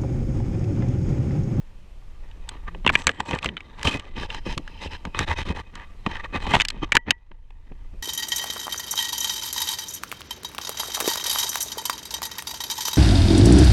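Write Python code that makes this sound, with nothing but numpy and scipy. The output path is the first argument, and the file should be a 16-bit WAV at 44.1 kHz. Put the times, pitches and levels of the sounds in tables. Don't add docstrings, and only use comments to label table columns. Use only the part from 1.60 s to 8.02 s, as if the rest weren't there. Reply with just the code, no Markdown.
import sys
import numpy as np
from scipy import signal
from scipy.fft import rfft, irfft, next_fast_len
from scipy.io import wavfile
from scipy.ndimage import uniform_filter1d

SR = 44100
rng = np.random.default_rng(int(sys.argv[2]) if len(sys.argv) > 2 else 0)


def materialize(psi):
    bounded = np.clip(np.atleast_2d(psi).T, -1, 1)
    quanta = np.round(bounded * 32767).astype(np.int16)
    wavfile.write(sys.argv[1], SR, quanta)


N = 283298
TIME = np.arange(N) / SR
LOW_HZ, HIGH_HZ = 700, 4500

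# f/Hz, relative level per Hz/dB
BLOW = [(150, 5), (500, 0.5), (900, -2), (1700, 9), (3000, 8), (4000, -5), (5000, -14), (7800, -18),
        (9500, -29), (15000, -47.5)]


def gain_of(db):
    return np.exp(np.asarray(db) * np.log(10) / 20)


def evened(x):
    return x / np.sqrt(np.mean(x ** 2) + 1e-20)


def add(mix, s, sound):
    part = mix[max(round(s * SR), 0):][:len(sound)]
    part += sound[:len(part)]


def spectrum_gain(points, hz):
    f, db = np.transpose(points)
    return gain_of(np.interp(np.log(hz), np.log(f), db))


def response(points, band, size=4096):
    hz = np.fft.rfftfreq(size, 1 / SR) + 1
    low = 1 / (1 + (hz / LOW_HZ) ** 10)
    high = 1 / (1 + (HIGH_HZ / hz) ** 10)
    band_powers = [low / (1 + (110 / hz) ** 6), (1 - low) * (1 - high), high]
    gain = spectrum_gain(points, hz) * np.sqrt(band_powers[band])
    log_gain = np.log(np.maximum(gain / gain.max(), 1e-5))
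    mirrored = np.r_[log_gain, log_gain[-2:0:-1]]
    causal_spectrum = np.exp(np.conj(signal.hilbert(mirrored)))
    taps = np.fft.ifft(causal_spectrum).real[:size // 2]
    return taps / np.linalg.norm(taps)


def ring(x, hz, width):
    r = np.exp(-np.pi * width / SR)
    return 2 * signal.lfilter([1 - r], [1, -r * np.exp(2j * np.pi * hz / SR)], x).real


def noise(points):
    size = next_fast_len(N, real=True)
    hz = np.fft.rfftfreq(size, 1 / SR) + 1
    white = rfft(rng.standard_normal(size))
    return evened(irfft(white * spectrum_gain(points, hz), size)[:N])


def wander(per_s, count=2048):
    return evened(np.interp(TIME * per_s, np.arange(count), rng.uniform(-0.79, 1, count)))


def slips(per_s, spread_db):
    wait, size, sign = rng.random((16000, 3)).T
    at = (np.cumsum(-np.log(1 - wait)) * SR / per_s).astype(int)
    size_db = spread_db * np.minimum(-np.log(1 - size), 4)
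    clicks = gain_of(size_db) * np.sign(sign - .5)
    return evened(np.bincount(at[at < N], clicks[at < N], N))


def stroke(t, start, length, grip_s=0.0056, let_go_s=0.0027, arch_db=5.5):
    along = np.clip((t - start) / length, 0, 1)
    edges = np.minimum(t - start, 0) / grip_s - np.maximum(t - start - length, 0) / let_go_s
    return np.exp(edges) * gain_of(arch_db * (np.sin(np.pi * along) - 1))


def harness(sway_db=-1):
    # t/s, level before sway_db/dB
    jolts = [(0.0, -36), (0.09, -39.5), (1.3, -31), (1.6, -52), (2.95, -29.5), (3.07, -40.5), (3.9, -33),
             (4.02, -41.5), (4.97, -31.5), (5.11, -35.5), (5.38, -29), (5.4, -46.5), (6.42, -33.5)]
    # f/Hz, relative level per Hz/dB
    sway = [(5, -14), (15, 3.5), (30, 3), (48, -7.5), (75, -14), (110, -19), (200, -46.5), (500, -80.5)]
    s, db = np.transpose(jolts)
    return gain_of(np.interp(TIME, s, db) + sway_db) * noise(sway)


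def hiss(contacts, hiss_db=-58, threshold_db=-24, release_db_per_s=16, depth=1.4, flicker_db=-0.1):
    # f/Hz, relative level per Hz/dB
    hiss_colour = [(71, -23.5), (120, -13.5), (188, -5.5), (246, -16.5), (503, -17.5), (856, -22),
                   (1050, -23), (1620, -28), (2700, -25.5), (3660, -31), (7500, -37.5), (14200, -49),
                   (16000, -51.5)]
    power_db = 10 * np.log10(abs(uniform_filter1d(contacts ** 2, size=220)) + 1e-12)
    fall = TIME * release_db_per_s
    held_db = np.maximum.accumulate(power_db + fall) - fall
    over_db = np.maximum(held_db - threshold_db, 0)
    return noise(hiss_colour) * gain_of(hiss_db - depth * over_db + flicker_db * wander(25))


def rubbing():
    # t/s, pressure level/dB
    lean = [(0.45, -70), (0.8, -58), (1.22, -62), (1.33, -53), (1.55, -49), (2.08, -55.5), (2.4, -45),
            (2.52, -56), (3.0, -62.5), (3.2, -50), (3.45, -61), (4.38, -60), (4.8, -52), (5.3, -52),
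            (5.39, -71), (5.92, -74), (6.25, -62.5), (6.42, -70.5)]
    # start t/s, length/s, pressure level/dB, extra fizz level/dB
    strokes = [(0.889, 0.086, -48, -8), (1.074, 0.018, -37, -16), (1.329, 0.022, -32, 5),
               (1.374, 0.05, -36.5, 5.5), (1.439, .008, -46, 9), (1.474, 0.042, -35, -2),
               (1.598, 0.013, -36, -4), (1.66, .055, -43.5, 5.5), (1.686, 0.098, -34, -5),
               (1.825, 0.057, -36, 1), (2.181, 0.048, -39, -3), (2.251, 0.043, -20.5, 4.5),
               (2.29, 0.086, -31.5, 3), (2.565, 0.098, -36.5, 1), (2.699, 0.095, -40.5, -1),
               (2.858, 0.094, -40.5, 5), (3.216, 0.061, -39, 3.5), (3.31, 0.058, -39, -1.5),
               (3.553, 0.068, -31.5, -4), (4.14, .11, -43.5, -9), (4.461, 0.15, -37, -5.5),
               (4.638, 0.025, -37, -5.5), (4.736, 0.044, -26.5, -7), (4.802, 0.069, -38, 0),
               (4.873, 0.12, -30, 1), (5.225, 0.025, -29, -11), (5.352, 0.0093, -21.5, -6.5),
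               (5.471, 0.052, -34.5, -24)]
    # t/s, pressure level/dB
    bumps = [(1.08, -46), (1.155, -40), (1.25, -27.5), (1.29, -22.5), (1.472, -23.5), (1.599, -29),
             (1.733, -25.5), (1.857, -21), (2.868, -28.5), (2.976, -30), (3.259, -32), (3.459, -26.5),
             (3.59, -22.5), (3.904, -22), (4.469, -22), (4.871, -24), (4.956, -21), (5.231, -32),
             (5.355, -35), (5.712, -48.5), (6.118, -43.5), (6.331, -41)]
    t = TIME[::32]
    # pressure, then rub, rasp and fizz levels in dB relative to it
    touches = [(gain_of(np.interp(t, *np.transpose(lean))), 2, 0, -17.5)]
    for start, length, db, fizz_db in strokes:
        touches.append((gain_of(db) * stroke(t, start, length), -2, 0, -12.5 + fizz_db))

    judder_start_s, judder_count, period_s, slip_s = 3.58, 5, 0.0924, 0.067
    judder_db, judder_fade_db = -27, -11
    for k in range(judder_count):
        db = judder_db + judder_fade_db * (k / (judder_count - 1)) ** 2
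        slip = stroke(t, judder_start_s + k * period_s, slip_s)
        touches.append((gain_of(db) * slip, -1, 0, -15))

    rise_s, fall_s = 0.0042, .017
    for s, db in bumps:
        push = np.exp(-abs(t - s) / np.where(t < s, rise_s, fall_s))
        touches.append((gain_of(db) * push, 0, -20, -40))

    power = sum((gain_of(bands)[:, None] * pressure) ** 2 for pressure, *bands in touches)
    return [np.interp(TIME, t, np.sqrt(p)) for p in power]


def scrapes(force, slips_per_s=1500, slip_db=4, grains_per_s=800, spread_db=4.5, grain_db=-14.5,
            shift_db=4.5, catch_db=2.5, catch_per_s=150, trim_db=(-1, -.5, -.5), thump_db=-1, drone_db=-30):
    # f/Hz, relative level per Hz/dB
    case = [(100, 8), (250, -1), (480, -9.5), (660, -14), (900, -8), (1400, -14), (1900, -11), (3000, -16),
            (4200, -24), (5000, -30), (7800, -37), (9000, -39), (12000, -50.5), (15500, -60.5)]
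    # f/Hz, width/Hz, level relative to grain_db/dB
    hollows = [(292, 230, 3.5), (513, 150, 1), (922, 120, 4), (1179.6, 38, 4.5), (1660, 170, 0),
               (1850, 180, 4.5), (2018, 34, -1), (2521, 28, 3.5), (3115, 62, 4), (3710, 150, 2),
               (4071, 28, -2.5), (5280, 250, -2.5), (6137, 320, 4), (7700, 700, -2.5)]
    # f/Hz, relative level per Hz/dB
    thump = [(30, -24), (55, -1), (78, 4.5), (100, -8), (140, -19), (300, -47.5), (900, -80)]
    friction = slips(slips_per_s, slip_db)
    for hz, width, db in hollows:
        grains = evened(ring(slips(grains_per_s, spread_db), hz, width))
        shifting_db = shift_db * wander(14)
        friction = friction + grains * gain_of(grain_db + db + shifting_db)
    friction = friction * gain_of(catch_db * wander(catch_per_s))

    out = gain_of(thump_db) * force[0] * noise(thump)
    for band in range(3):
        rasp = evened(signal.oaconvolve(friction, response(case, band))[:N])
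        out += gain_of(trim_db[band]) * rasp * force[band]

    drone = evened(ring(ring(rng.standard_normal(N), 915, 90), 1000, 160))
    touch = np.sqrt(np.sqrt(force[1] * force[2])) * np.tanh(force[2] / gain_of(-54.5))
    return out + gain_of(drone_db) * drone * touch


def snags(force, ticks_per_s=110, spread_db=4.0, tick_db=-12, splinter_db=-9):
    ticks = slips(ticks_per_s, spread_db)
    out = np.zeros(N)
    for band, db in ((1, tick_db), (2, splinter_db)):
        out += gain_of(db) * signal.oaconvolve(ticks * force[band], response(BLOW, band))[:N]
    return out


def knocks(crack_s=0.0019, splinter_s=0.0014, chatter=0.76, attack_s=0.00072, ring_t60=0.016,
           partner_db=-7, size=9000):
    # t/s, level/dB, sharpness/dB (dry wood splinters, soft wood thuds), ring f/Hz
    impacts = [(0.713, -49.5, 0, 3000), (0.8903, -33.5, 15, 8000), (1.1471, -36.5, -19, 885),
               (1.2476, -31, -16, 1120), (1.2642, -10.5, -10, 983), (1.2759, -14, -3.5, 2710),
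               (1.2926, -15, -13, 2370), (1.299, -18, -7, 1080), (1.3532, -7.5, -7, 2378),
               (1.4694, -17, -9, 1180), (1.469, -16.5, 14, 7620), (1.4771, -18, -3, 2300),
               (1.492, -18, -5, 1660), (1.603, -21, 2, 846), (1.7096, -24, 0.5, 883),
               (1.7318, -28, -15, 2540), (1.749, -47, 22, 3100), (1.7583, -28, -21, 950),
               (1.7875, -32, 5.5, 2470), (1.8284, -31.5, 4, 2580), (1.8447, -25.5, 10, 1160),
               (1.859, -22.5, 4, 2760), (1.8887, -27, -9, 3070), (1.9682, -27.5, -9, 3000),
               (1.976, -35, -17.5, 3040), (2.0054, -35, -6, 2260), (2.23, -30.5, 14.5, 1690),
               (2.2717, -18, 1.5, 2574), (2.3962, -35, 6, 2980), (2.7028, -29, -4, 2750),
               (2.7459, -30.5, 5.5, 920), (2.9776, -27, 12.5, 1150), (3.077, -37, 1.5, 1680),
               (3.4518, -30, 1.5, 1200), (3.546, -27, -15, 1140), (3.5904, -19.5, 10, 1176),
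               (3.7142, -25.5, -2.5, 1840), (4.154, -38, 10, 1140), (4.463, -20, -11.5, 1123),
               (4.8665, -26, -6, 875), (4.9166, -25, -12, 910), (4.9366, -13.5, -4, 920),
               (4.9408, -12.5, -8.5, 846), (4.9466, -14.5, 1.5, 860), (4.9519, -12, -1.5, 880),
               (4.965, -20, -14, 910), (4.9998, -14.5, -3, 2570), (5.0076, -15, 1.5, 2990),
               (5.0171, -17, 7, 2980), (5.0505, -26, 13, 2400), (5.0848, -31, 21.5, 5170),
               (5.1026, -28, 14.5, 3220), (5.3203, -11.5, 0.5, 2290), (5.3265, -22.5, -1.5, 2370),
               (5.3528, -13, 7.5, 1770), (5.3678, -6, 1.5, 1740), (5.5068, -9, 7.5, 3032),
               (5.715, -45.5, -22, 949), (5.905, -49, -2, 830), (6.1193, -51, -17.5, 870)]
    # f/Hz, t60/s, level relative to the crack/dB
    mount_modes = [(928, .13, -30), (1920, .08, -20), (1950, .18, -24), (3050, .06, -32)]
    thud_db, crack_db, splinter_db, ring_db = -14.5, -4, -14.5, 9
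    thud_db_per_octave, twig_hz, thud_per_sharpness = -6.5, 1500, -.3
    out, t = np.zeros(N), np.arange(size) / SR
    colours = [response(BLOW, band) for band in range(3)]
    energy = np.sqrt(.005 * SR)
    mount = sum(gain_of(db - 60 * t / t60) * np.sin(2 * np.pi * hz * t) for hz, t60, db in mount_modes)

    for s, level, sharp, hz in impacts:
        thud = thud_db + thud_per_sharpness * sharp + thud_db_per_octave * np.log2(hz / twig_hz)
        parts = thud, crack_db, splinter_db + sharp
        for colour, db, decay in zip(colours, parts, (crack_s, crack_s, splinter_s)):
            contact = chatter * rng.standard_normal(size) * np.sqrt(t / decay) * np.exp(-t / decay)
            contact[0] += 1
            blow = signal.fftconvolve(contact, colour)[:size]
            add(out, s, gain_of(level + db) * energy * blow / np.linalg.norm(blow))

        partners = hz * rng.uniform([.68, 1.1], [.9, 1.32])
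        passed = gain_of(partner_db) / (1 + (partners / 8500) ** 12)
        modes = np.sin(2 * np.pi * hz * t) - passed @ np.sin(2 * np.pi * partners[:, None] * t)
        fade = gain_of(level + ring_db - 60 * t / ring_t60) * (1 - np.exp(-t / attack_s))
        add(out, s, fade * modes + gain_of(level + crack_db) * mount)
    return out


def groans(waver=0.079, overtone_db=-8):
    # start t/s, length/s, first f/Hz, last f/Hz (both before the waver), level/dB
    glides = [(1.099, 0.12, 151.1, 175, -45.5), (1.863, .1, 249.3, 145, -40.5)]
    out = np.zeros(N)
    for start, length, first_hz, last_hz, db in glides:
        glide_hz = np.interp(TIME, [start, start + length], [first_hz, last_hz])
        hz = glide_hz * (1 + waver * wander(120))
        phase = 2 * np.pi * np.cumsum(hz) / SR
        tone = evened(np.sin(phase) + gain_of(overtone_db) * np.sin(2 * phase))
        out += gain_of(db) * stroke(TIME, start, length) * tone
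    return out


def squeal(fizz, start_s=1.31, length_s=.48, tip_hz=7750, width_hz=600, grains_per_s=700, spread_db=3,
           tip_db=-4):
    grains = ring(ring(slips(grains_per_s, spread_db), tip_hz, width_hz), tip_hz, 3 * width_hz)
    return fizz * gain_of(tip_db) * evened(grains) * stroke(TIME, start_s, length_s)


def branch(rasp, start_s=2.55, length_s=1, grains_per_s=900, spread_db=3, branch_db=1):
    # f/Hz, width/Hz, level relative to the rasp before branch_db/dB
    branch_modes = [(900, 63, -3.5), (2630, 410, -4), (3080, 100, -9), (4010, 130, -12), (5040, 450, -12.5)]
    modes = np.zeros(N)
    for hz, width, db in branch_modes:
        grains = slips(grains_per_s, spread_db)
        modes += gain_of(db) * evened(ring(ring(grains, hz, width), hz, 3 * width))
    return gain_of(branch_db) * modes * rasp * stroke(TIME, start_s, length_s)


def scene():
    force = rubbing()
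    rub, rasp, fizz = force
    contacts = scrapes(force) + snags(force) + knocks() + groans() + squeal(fizz) + branch(rasp)
    return (harness() + hiss(contacts) + contacts)[None]


def record(dry, edge_hz=15600):
    clipped = np.clip(dry, -1, 1)
    low_pass = signal.firwin(255, edge_hz, window=("kaiser", 9), fs=SR)
    return signal.oaconvolve(clipped, low_pass[None], "same")


dry = scene()
out = record(dry)
materialize(out)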